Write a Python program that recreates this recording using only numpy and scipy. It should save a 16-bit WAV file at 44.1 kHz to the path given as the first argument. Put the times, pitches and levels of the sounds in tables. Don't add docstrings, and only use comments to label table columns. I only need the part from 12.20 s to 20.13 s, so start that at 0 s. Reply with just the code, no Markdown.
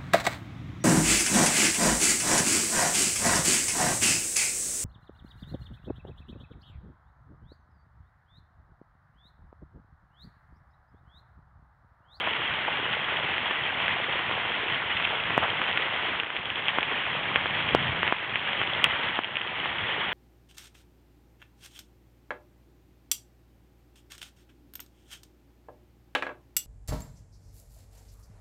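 import sys
import numpy as np
from scipy import signal
from scipy.fft import rfft, irfft, next_fast_len
from scipy.io import wavfile

SR = 44100
rng = np.random.default_rng(int(sys.argv[2]) if len(sys.argv) > 2 else 0)


def transcribe(signal):
    frames = np.atleast_2d(signal).T
    limited = np.clip(frames, -1, 1)
    pcm = np.round(limited * 32767).astype(np.int16)
    wavfile.write(sys.argv[1], SR, pcm)


N = 349713
TIME = np.arange(N) / SR


def far_rain(level_db, flutter_db):
    # (frequency [Hz], level [dB])
    hiss_colour = [(30, -40.5), (100, -15), (280, -9.5), (550, -8), (900, -1.5), (1300, -3), (1650, -2),
                   (1980, 1.5), (2400, -1.5), (2900, -1.2), (3300, -2.5), (4500, 1), (6000, -23.5)]
    return from_db(level_db + flutter_db * drift(15)) * coloured_noise(hiss_colour)


def close_drops(level_db, thud_db, thud_ratio, echo_db, echo_s, splash_db, splash_s, splash_hz):
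    # (time [s], relative peak level [dB], pitch [Hz])
    hero_drops = [(0.0744, -11, 880), (1.1818, -11.5, 2030), (1.3106, -12, 1240), (1.6812, -11, 2040),
                  (2.1128, -12, 940), (2.8525, -12, 2660), (3.1057, -13, 1064), (3.1787, -2, 660),
                  (3.417, -10, 1180), (3.5748, -7, 2000), (4.0003, -11, 2780), (4.0343, -15.5, 1470),
                  (4.1035, -16, 1450), (4.166, -14.5, 2400), (4.3028, -15, 2784), (4.484, -7.5, 2780),
                  (4.586, -5.5, 850), (4.6301, -10, 2360), (5.1595, -3, 1664), (5.2584, -9, 1250),
                  (5.4898, -11.5, 2520), (5.5493, 0.2, 424), (5.8313, -6.5, 1240), (5.8782, -7.5, 2240),
                  (5.9247, -4.5, 840), (6.1575, -8, 2330), (6.3326, -16, 2680), (6.4157, -9.5, 1420),
                  (6.6427, 0.2, 2850), (6.9905, -7.5, 800), (7.0365, -19, 2640), (7.0457, -15, 2850),
                  (7.1565, -14.5, 2260), (7.1696, -12, 2540), (7.2159, -16, 2530), (7.4579, -13, 1110)]
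    plop_q, ringing_hz = 0.58, 2160
    out, size = np.zeros(N), 2048
    for s, peak_db, hz in hero_drops + stray_drops(per_s=4.5, peak_db=-18.5, spread_db=0.3):
        q = plop_q * (1 + (hz / ringing_hz) ** 4)
        thud = impact(thud_ratio * hz, 1 / np.sqrt(2), size)
        hit = impact(hz, q, size) + from_db(thud_db) * thud
        heard = np.abs(narrow_band(hit))
        age = (np.arange(size) - heard.argmax()) / SR
        echo = from_db(echo_db) * np.interp(age - echo_s, age, hit)
        spray = rms_one(resonate(rng.standard_normal(size) ** 3, splash_hz, q=0.5))
        flight = np.maximum(age, 0) / splash_s
        hardness = hz / splash_hz
        splash = from_db(splash_db) * hardness * spray * flight * np.exp(1 - flight)
        drop = (hit + echo) / heard.max() + splash
        add(out, -from_db(peak_db + level_db) * drop, round(s * SR) - heard.argmax())
    return out


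def stray_drops(per_s, peak_db, spread_db, low_hz=1090, high_hz=3280):
    draws = rng.random((int(per_s * N / SR), 3))
    return [(when * N / SR, peak_db + spread_db * (2 * weight - 1), low_hz + hardness * (high_hz - low_hz))
            for when, weight, hardness in draws]


def impact(hz, q, size):
    wave = resonate(signal.unit_impulse(size, size // 16), hz, q)
    return wave / np.abs(narrow_band(wave)).max()


def patter(level_db, per_s, spread_db, size_cap, q, clump_db, surfaces=16):
    # (frequency [Hz], level [dB])
    patter_colour = [(250, -7), (500, -0.5), (850, -2), (1300, -1.5), (2000, -0.5), (2700, -4), (3500, 3)]
    out, shared_clumps = np.zeros(N), drift(12)
    for hz in np.geomspace(300, 3400, surfaces):
        clumps = from_db(clump_db * (shared_clumps + drift(20)))
        rate = per_s / surfaces * np.sqrt(hz / 1000) * clumps
        hits = rng.random(N) < rate / SR
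        sizes = from_db(spread_db * np.minimum(rng.exponential(1, N), size_cap))
        polarity = rng.choice([-1, 1], N)
        taps = rms_one(resonate(hits * sizes * polarity, hz, q))
        out += from_db(at_hz(patter_colour, hz)) * np.sqrt(hz) * taps
    return from_db(level_db) * rms_one(out)


def spatters(q):
    # (time [s], level [dB], pitch [Hz], attack [s])
    drips = [(0.073, -26.5, 950, 0.007), (0.483, -26, 880, 0.0062), (2.77, -22, 2990, 0.005),
             (2.85, -23, 2660, 0.0022), (2.932, -28, 730, 0.0089), (3.234, -25, 990, 0.015),
             (3.577, -25.5, 2180, 0.0026), (4.492, -23, 2720, .005), (4.618, -33, 1000, 0.0064)]
    out = np.zeros(N)
    for s, level_db, hz, attack_s in drips:
        crackle = rng.standard_normal(8192) ** 3
        age = np.arange(len(crackle)) / SR / attack_s
        swell = age * np.exp(1 - age)
        add(out, from_db(level_db) * swell * rms_one(resonate(crackle, hz, q)), (s - attack_s) * SR)
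    return out


def plinks(level_db, per_s, spread_db, q, pitches=24):
    out = np.zeros(N)
    for hz in np.geomspace(1400, 3400, pitches) * rng.uniform(.98, 1.02, pitches):
        bubbles = rng.random(N) < per_s / pitches / SR
        strengths = from_db(spread_db * rng.uniform(-1.9, 1, N))
        out += q * resonate(bubbles * strengths, hz, q)
    return from_db(level_db) * rms_one(out)


def breeze(level_db, lumps_db, wander_db):
    # (frequency [Hz], level [dB])
    rumble_colour = [(15, -23), (30, -20.5), (50, -12), (80, -2.5), (130, 0.5), (190, -3.5), (300, -11.5),
                     (700, -32)]
    # (peak time [s], rise [dB], half-length [s])
    gusts = [(3.118, 6.5, 0.092), (5.611, 11, 0.28)]
    gusts_db = sum(rise_db / (1 + ((TIME - s) / half_length) ** 2) for s, rise_db, half_length in gusts)
    envelope = from_db(level_db + gusts_db + wander_db * drift(1.5) + lumps_db * drift(20))
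    return envelope * coloured_noise(rumble_colour)


def dips(fall_s, bend):
    # (time [s], depth [dB], recovery [s])
    dip_cues = [(4.004, 6.5, 1), (5.929, 5, 0.7), (6.993, 8.2, 0.75)]
    gain_db = np.zeros(N)
    for s, depth_db, recovery_s in dip_cues:
        attack = np.clip((TIME - s) / fall_s, 0, 1)
        release = np.clip(1 - (TIME - s) / recovery_s, 0, 1) ** bend
        gain_db -= depth_db * attack * release
    return from_db(gain_db)


def narrow_band(x, size=1024):
    # (frequency [Hz], gain [dB])
    roll_off = [(3000, -0.5), (3300, 1), (3500, -7), (3660, -11), (4000, -22.5), (4280, -30), (4450, -43),
                (4620, -54), (4850, -72.5), (5400, -110)]
    gains = from_db(at_hz(roll_off, np.fft.rfftfreq(size, 1 / SR)))
    taps = np.fft.fftshift(irfft(gains)) * signal.get_window("hann", size)
    return signal.fftconvolve(x, taps[1:], "same")


def resonate(x, hz, q):
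    w = 2 * np.pi * min(hz, SR / 4) / SR
    damping = np.sin(w) / (2 * q)
    section = np.array([damping, 0, -damping, 1 + damping, -2 * np.cos(w), 1 - damping]) / (1 + damping)
    return signal.sosfilt([section, section], x + 1e-18)


def coloured_noise(colour):
    size = next_fast_len(N)
    gains = from_db(at_hz(colour, np.fft.rfftfreq(size, 1 / SR)))
    return rms_one(irfft(rfft(rng.standard_normal(size)) * gains, size)[:N])


def drift(rate_hz, hop=40, warm_up=2000):
    pole = np.exp(-2 * np.pi * rate_hz * hop / SR)
    noise = rng.standard_normal(N // hop + warm_up + 2)
    slow = signal.lfilter([1], [1, -2 * pole, pole * pole], noise)[warm_up:]
    return np.interp(np.arange(N) / hop, np.arange(len(slow)), rms_one(slow))


def at_hz(curve, hz):
    freqs, levels = np.transpose(curve)
    return np.interp(np.log(hz + 1e-9), np.log(freqs), levels)


def from_db(db):
    return 10 ** (np.asarray(db) / 20)


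def rms_one(x):
    return x / np.sqrt(np.mean(x ** 2) + 1e-20)


def add(out, sound, start):
    start = int(np.clip(start, 0, N - 1))
    out[start:start + len(sound)] += sound[:N - start]


def scene():
    bed = far_rain(level_db=-28.5, flutter_db=1.05)
    bed += patter(level_db=-34.0, per_s=1100, spread_db=4.5, size_cap=3.98, q=1.66, clump_db=2.0)
    bed += plinks(level_db=-40.0, per_s=90, spread_db=5.5, q=14)
    bed += breeze(level_db=-47, lumps_db=2.5, wander_db=0.7)
    bed *= dips(fall_s=0.004, bend=1.67)
    near = close_drops(level_db=0.5, thud_db=-12.5, thud_ratio=0.39, echo_db=-18, echo_s=0.0028,
                       splash_db=-22.0, splash_s=0.0033, splash_hz=2100)
    return (bed + near + spatters(q=0.79))[None]


def record(dry):
    overload, cutoff_hz = 0.77, 16500
    clipped = np.clip(narrow_band(dry[0]), -overload, overload)
    high_cut = signal.cheby2(12, 70, cutoff_hz, fs=SR, output="sos")
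    return signal.sosfilt(high_cut, clipped)[None]


dry = scene()
out = record(dry)
transcribe(out)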